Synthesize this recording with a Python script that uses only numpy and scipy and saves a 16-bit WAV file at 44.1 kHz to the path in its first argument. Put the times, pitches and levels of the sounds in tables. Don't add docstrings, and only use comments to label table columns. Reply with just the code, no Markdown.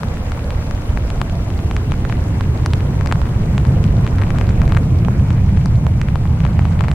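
import sys
import numpy as np
from scipy import signal
from scipy.io import wavfile
from scipy.ndimage import uniform_filter1d

SR = 44100
rng = np.random.default_rng(int(sys.argv[2]) if len(sys.argv) > 2 else 0)


def log_audio(samples):
    frames = np.atleast_2d(samples).T
    limited = np.clip(frames, -1, 1)
    pcm = np.round(limited * 32767).astype(np.int16)
    wavfile.write(sys.argv[1], SR, pcm)


N = 306046


def from_db(db):
    return 10 ** (np.asarray(db) / 20)


def rms_one(x):
    return x / np.sqrt(np.mean(x ** 2) + 1e-20)


def automation(rows):
    times, *columns = np.transpose(rows)
    return [np.interp(np.arange(N) / SR, times, column) for column in columns]


def panned(pan_db):
    gains = from_db(np.array([[1], [-1]]) * pan_db / 2)
    return gains / np.sqrt(np.mean(gains ** 2, axis=0))


def drift(rate_hz):
    hop, run_in = 40, 2000
    pole = np.exp(-2 * np.pi * hop * rate_hz / SR)
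    white = rng.standard_normal(N // hop + run_in + 2)
    slow = signal.lfilter([1], [1, -2 * pole, pole * pole], white)[run_in:]
    return np.interp(np.arange(N) / hop, np.arange(len(slow)), rms_one(slow))


def banded_noise(spectrum, correlation, flicker_db, bands):
    hz, level_db = np.transpose(spectrum)
    edges = np.geomspace(hz[0], hz[-1], bands + 1)
    white = rng.standard_normal((2, 2, N))
    out = 0
    for k, (low, high) in enumerate(zip(edges, edges[1:])):
        bandpass = signal.butter(2, [low, high], "band", fs=SR, output="sos")
        mid, side = signal.sosfilt(bandpass, white[k % 2])
        stereo = np.sqrt(1 + correlation) * mid + np.sqrt(1 - correlation) * side * [[1], [-1]]
        band_db = np.interp(np.log(low * high) / 2, np.log(hz), level_db)
        out = out + from_db(band_db + flicker_db * drift(18.7)) * stereo
    return rms_one(out)


# (frequency [Hz], relative density [dB])
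HISS_SPECTRUM = [(2000, 2), (3500, -2.5), (6000, -6), (10000, -10), (16000, -12)]


def hiss(start_db=-43, fade_db=4):
    level_db = start_db - fade_db * (np.arange(N) / N) ** 2
    noise = banded_noise(HISS_SPECTRUM, correlation=-0.81, flicker_db=1.16, bands=6)
    return from_db(level_db) * noise * panned(2.7)


# (frequency [Hz], relative density [dB])
WASH_SPECTRUM = [(300, -3), (450, 3.5), (780, 8), (1200, 2), (2200, -3.5), (3200, -19), (5000, -23.5),
                 (7300, -19.5), (9500, -27), (16000, -35)]


def ground_rain(shower_db, trim_db=2.0):
    wash = banded_noise(WASH_SPECTRUM, correlation=0.078, flicker_db=3.0, bands=12)
    return from_db(shower_db + trim_db) * wash * panned(0.23)


def slap(hz, damping):
    cycles = np.arange(SR // 200) / SR * hz
    wave = -cycles * np.exp(-damping * cycles) * np.cos(2 * np.pi * cycles)
    return wave / np.abs(wave).max()


def random_slaps(per_s, spread_db, low_hz, high_hz, damping):
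    out = np.zeros((2, N + SR))
    onsets = np.flatnonzero(rng.random(N) < per_s / SR)
    size, place, pitch = rng.exponential(1, N), rng.standard_normal(N), rng.random(N)
    gains = from_db(spread_db * np.minimum(size[onsets], 3)) * panned(3 + 13 * place[onsets])
    for at, gain in zip(onsets, gains.T):
        wave = slap(low_hz * (high_hz / low_hz) ** pitch[at], damping)
        out[:, at:at + len(wave)] += np.outer(gain, wave)
    return rms_one(out[:, :N])


def small_drops(shower_db):
    taps = random_slaps(per_s=14, spread_db=4.4, low_hz=850, high_hz=1900, damping=3.7)
    patter = random_slaps(per_s=380, spread_db=3.5, low_hz=820, high_hz=2310, damping=2.74)
    spray = random_slaps(per_s=42, spread_db=3.5, low_hz=2740, high_hz=8250, damping=1.7)
    return from_db(shower_db) * (from_db(-10) * taps + from_db(-5) * patter + from_db(-17) * spray)


# (time [s], relative level [dB], slap pitch [Hz],
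# tick relative to slap [dB], rebound delay [ms], pan left over right [dB])
HEAVY_DROPS = [(0.0333, -9, 1170, -25, 0.21, 10), (0.3196, -12.0, 1330, -16, 0.21, 6),
               (0.5057, -13.0, 1500, -22, 0.25, -1), (0.7108, -12.5, 1330, -9, 0.2, 16),
               (0.9739, -8.5, 876, -34, 0.47, 8), (1.103, -12.5, 1590, -12, 0.25, 4),
               (1.2156, -3, 1220, -15, 0.25, 11), (1.2973, -19.0, 1690, -12, 0.28, -4),
               (1.5029, -19.5, 1330, -30, 0.29, 2), (1.5908, -17.5, 1260, -30, 0.27, 9),
               (1.7121, -10.5, 1130, -35, 0.3, 1), (1.7657, -9, 1800, -30, 0.14, 1),
               (1.9201, -7.5, 1100, -26, 0.3, 13), (2.051, -11, 925, -30, 0.54, -10),
               (2.098, -11, 920, -22, 0.35, -4), (2.125, -12.5, 1410, -30, 0.1, 6),
               (2.409, -8.5, 1190, -23, 0.23, -6), (2.6611, -4.5, 1400, -4.5, 0.21, 2),
               (2.735, -6.5, 1750, -17, 0.23, -1), (3.0106, -12.5, 1390, -30, 0.15, 14),
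               (3.0604, -9, 1250, -8, 0.24, 17), (3.0728, -14, 2400, -12, 0.17, 4),
               (3.1138, -10.5, 1260, -30, 0.099, 18), (3.1244, -1, 1240, -13.5, 0.25, 0),
               (3.2165, -11.5, 1090, -19, 0.24, -16), (3.58, -7.5, 1350, -18.5, 0.28, -1),
               (3.6517, -12.5, 1170, -19, 0.24, 15), (3.8408, -16.5, 2400, -10, 0.36, 20),
               (4.0662, -11.0, 1260, -22, 0.26, 6), (4.1846, -15, 1500, -30, 0.19, 6),
               (4.2214, -9.0, 825, -30, 0.49, 13), (4.236, -17.5, 1690, -30, 0.093, 11),
               (4.305, -11.5, 1590, -30, 0.13, 10), (4.3857, -10, 1410, -11, 0.24, 5),
               (4.4123, -9, 1050, -30, 0.35, 10), (4.4914, -14.5, 1410, -30, 0.22, 4),
               (4.6177, -10.5, 1410, -30, 0.15, 11), (4.6786, -16.5, 1690, -30, 0.16, 4),
               (4.722, -8, 1180, -30, 0.23, 8), (4.7487, -11, 1240, -22, 0.26, 8),
               (4.7679, -8.5, 990, -22, 0.52, 7), (4.7723, -8, 1330, -30, 0.11, 8),
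               (5.0491, -15, 1400, -22, 0.31, -18), (5.0841, -11, 740, -25, 0.12, -9),
               (5.3054, -13.0, 1160, -24, 0.29, 4), (5.573, -16, 990, -30, 0.36, 15),
               (5.6587, -13, 1120, -2.5, 0.21, 5), (5.867, -9, 960, -21, 0.28, -9),
               (6.0153, -9, 1790, -22, 0.14, -4), (6.086, -16, 1500, -22, 0.093, 8),
               (6.1569, -10, 960, -30, 0.23, 6), (6.404, -15.5, 1320, -18, 0.3, 11),
               (6.4515, -7.5, 980, -27, 0.28, 14), (6.4652, -16.0, 1410, -30, 0.12, 10),
               (6.5927, -8, 830, -33, 0.42, 5), (6.6535, -12.5, 990, -30, 0.3, 6),
               (6.792, -18.0, 1500, -30, 0.08, 14), (6.8083, -5.5, 1130, -16, 0.26, 15),
               (6.8393, -13, 990, -30, 0.4, -2), (6.8455, -17.5, 940, -30, 0.08, 12),
               (6.8838, -9, 925, -30, 0.47, 7), (6.9149, -10, 1410, -16, 0.25, 0)]


def heavy_drops(trim_db=-0.64, tick_hz=4000, rebound=0.48):
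    out = np.zeros((2, N + SR))
    for at_s, slap_db, hz, tick_db, rebound_ms, pan_db in HEAVY_DROPS:
        hit = slap(hz, damping=4.4) + from_db(tick_db) * slap(tick_hz, damping=4.7)
        n = np.arange(len(hit))
        hit = hit + rebound * np.interp(n - rebound_ms * SR / 1000, n, hit)
        out[:, round(at_s * SR) + n] += from_db(slap_db + trim_db) * panned(pan_db) * hit
    return out[:, :N]


def softened(slaps, top_hz=8500):
    return signal.sosfilt(signal.butter(2, top_hz, fs=SR, output="sos"), slaps + 1e-18)


# (frequency [Hz], relative level [dB], decay by 60 dB [s])
CLOTH_MODES = [(796, -29, 0.0089), (1010, -55, 0.011), (1510, -58, 0.016), (2010, -49, 0.019),
               (2310, -36, 0.025)]


def canopy(slaps, ring_db=-19, scatter_db=-12, scatter_t60_s=0.033):
    out = slaps.copy()
    for hz, level_db, t60 in CLOTH_MODES:
        pole, angle = from_db(-60 / (t60 * SR)), 2 * np.pi * hz / SR
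        feedback = [1, -2 * pole * np.cos(angle), pole * pole]
        ring = signal.lfilter([np.cos(angle), -pole], feedback, slaps + 1e-18)
        out += from_db(level_db + ring_db) * ring
    t = np.arange(SR // 10) / SR
    attack = 1 - np.exp(-t / 0.00034)
    tail = rng.standard_normal((2, len(t))) * from_db(-60 * t / scatter_t60_s) * attack
    tail /= np.sqrt(np.sum(tail ** 2, axis=1, keepdims=True))
    return out + from_db(scatter_db) * signal.oaconvolve(slaps, tail, axes=1)[:, :N]


# (time [s], relative level [dB])
SHOWER_LEVEL = [(0.0, -38.5), (1.35, -40.5), (2.24, -39), (3.6, -38.5), (4.33, -36.5), (4.66, -37),
                (4.85, -40.5), (5.3, -39.5), (5.84, -42.5), (6.94, -37.5)]


def rain():
    shower_db, = automation(SHOWER_LEVEL)
    umbrella = canopy(softened(heavy_drops() + small_drops(shower_db)))
    return umbrella + ground_rain(shower_db)


# (time [s], relative level [dB], upper pitch [Hz])
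FAN_WHINE = [(0, -63, 2680), (3.7, -68, 2626), (4.4, -51, 2557), (5.4, -52.5, 2430), (6.2, -56, 2276),
             (6.94, -48, 2090)]


def fans(smear_hz=70, trim_db=-2.0, lower_ratio=0.91, lower_db=-0.5):
    whine_db, hz = automation(FAN_WHINE)
    phase = 2 * np.pi * np.cumsum(hz) / SR
    high, low = (drift(smear_hz) * np.cos(p) + drift(smear_hz) * np.sin(p)
                 for p in (phase, lower_ratio * phase))
    return from_db(whine_db + trim_db) * rms_one(high + from_db(lower_db) * low)


def ground_bounce(direct, gain=0.15, start_ms=4.2, final_ms=1.1, settle_s=2.33):
    n = np.arange(N)
    lag_ms = final_ms + (start_ms - final_ms) * np.exp(-n / SR / settle_s)
    echo = np.array([np.interp(n - lag_ms * SR / 1000, n, channel) for channel in direct])
    return direct + gain * echo


def eddies(spectrum, correlation, flicker_db, bands):
    noise = ground_bounce(banded_noise(spectrum, correlation, flicker_db, bands))
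    power = uniform_filter1d(np.mean(noise ** 2, axis=0), 9000)
    return noise / np.sqrt(power + 1e-12)


# (frequency [Hz], relative density [dB])
ROAR_SPECTRUM = [(430, 2), (640, -2.5), (850, -7), (1300, -17.5), (2200, -34)]
# (time [s], level [dB])
ROAR_RIDE = [(0, -35.5), (1.2, -35), (1.8, -38), (3.2, -37), (4.7, -35.5), (5.5, -39), (6.94, -38)]


def roar():
    level_db, = automation(ROAR_RIDE)
    noise = banded_noise(ROAR_SPECTRUM, correlation=0.9, flicker_db=2.0, bands=6)
    return from_db(level_db) * rms_one(ground_bounce(noise))


# (frequency [Hz], relative density [dB])
GROWL_SPECTRUM = [(200, -2.5), (250, -6), (320, -10), (450, -17.5)]


def growl(swell_db, recede_s=5.27, fade_db=4):
    receded = (1 + np.tanh((np.arange(N) / SR - recede_s) / 0.15)) / 2
    level_db = -27 + 0.58 * swell_db - fade_db * receded
    noise = eddies(GROWL_SPECTRUM, correlation=0.97, flicker_db=0.5, bands=4)
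    return from_db(level_db) * noise * panned(0.4)


# (frequency [Hz], relative density [dB])
DEEP_SPECTRUM = [(20, 2.5), (30, -18.5), (42, -8.5), (60, -4), (85, -1)]
UPPER_SPECTRUM = [(85, 2), (105, 1), (135, -1.5), (165, -4), (200, -10)]
# (time [s], boost [dB])
DEEP_HEAVES = [(0.55, 4), (0.95, 5), (3.2, 2.5), (4.62, 4.5), (6.5, 2)]


def rumble(swell_db, heave_half_s=0.11, waver_db=0.74):
    t = np.arange(N) / SR
    heave_db = sum(boost_db * np.exp(-((t - at_s) / heave_half_s) ** 2) for at_s, boost_db in DEEP_HEAVES)
    turbulence_db = waver_db * drift(rate_hz=3.5)
    deep_db = -17 + 0.46 * swell_db + heave_db + turbulence_db
    upper_db = -13 + 1.064 * swell_db
    deep = eddies(DEEP_SPECTRUM, correlation=1.0, flicker_db=3.0, bands=6)
    upper = eddies(UPPER_SPECTRUM, correlation=0.99, flicker_db=0.0, bands=4)
    return from_db(deep_db) * deep * panned(-1.56) + from_db(upper_db) * upper * panned(-0.63)


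# (time [s], relative level [dB])
EXHAUST_SWELL = [(0.0, -10.5), (0.6, -11), (0.88, -9), (1.2, -9), (1.7, -6.5), (2.8, -3.5), (3.3, -4.5),
                 (3.8, 0.5), (4.2, -2.5), (4.85, -0.5), (5.8, 0), (6.1, -4), (6.5, -1), (6.94, -3)]


def exhaust():
    swell_db, = automation(EXHAUST_SWELL)
    return rumble(swell_db) + growl(swell_db) + roar()


def scene():
    return exhaust() + fans() + rain() + hiss()


def record(dry, cutoff_hz=15750):
    rounded = dry / (1 + dry ** 8) ** (1 / 8)
    eased = rounded * signal.windows.tukey(N, 200 / N)
    top_cut = signal.ellip(12, 0.1, 90, cutoff_hz, fs=SR, output="sos")
    return signal.sosfilt(top_cut, eased)


dry = scene()
out = record(dry)
log_audio(out)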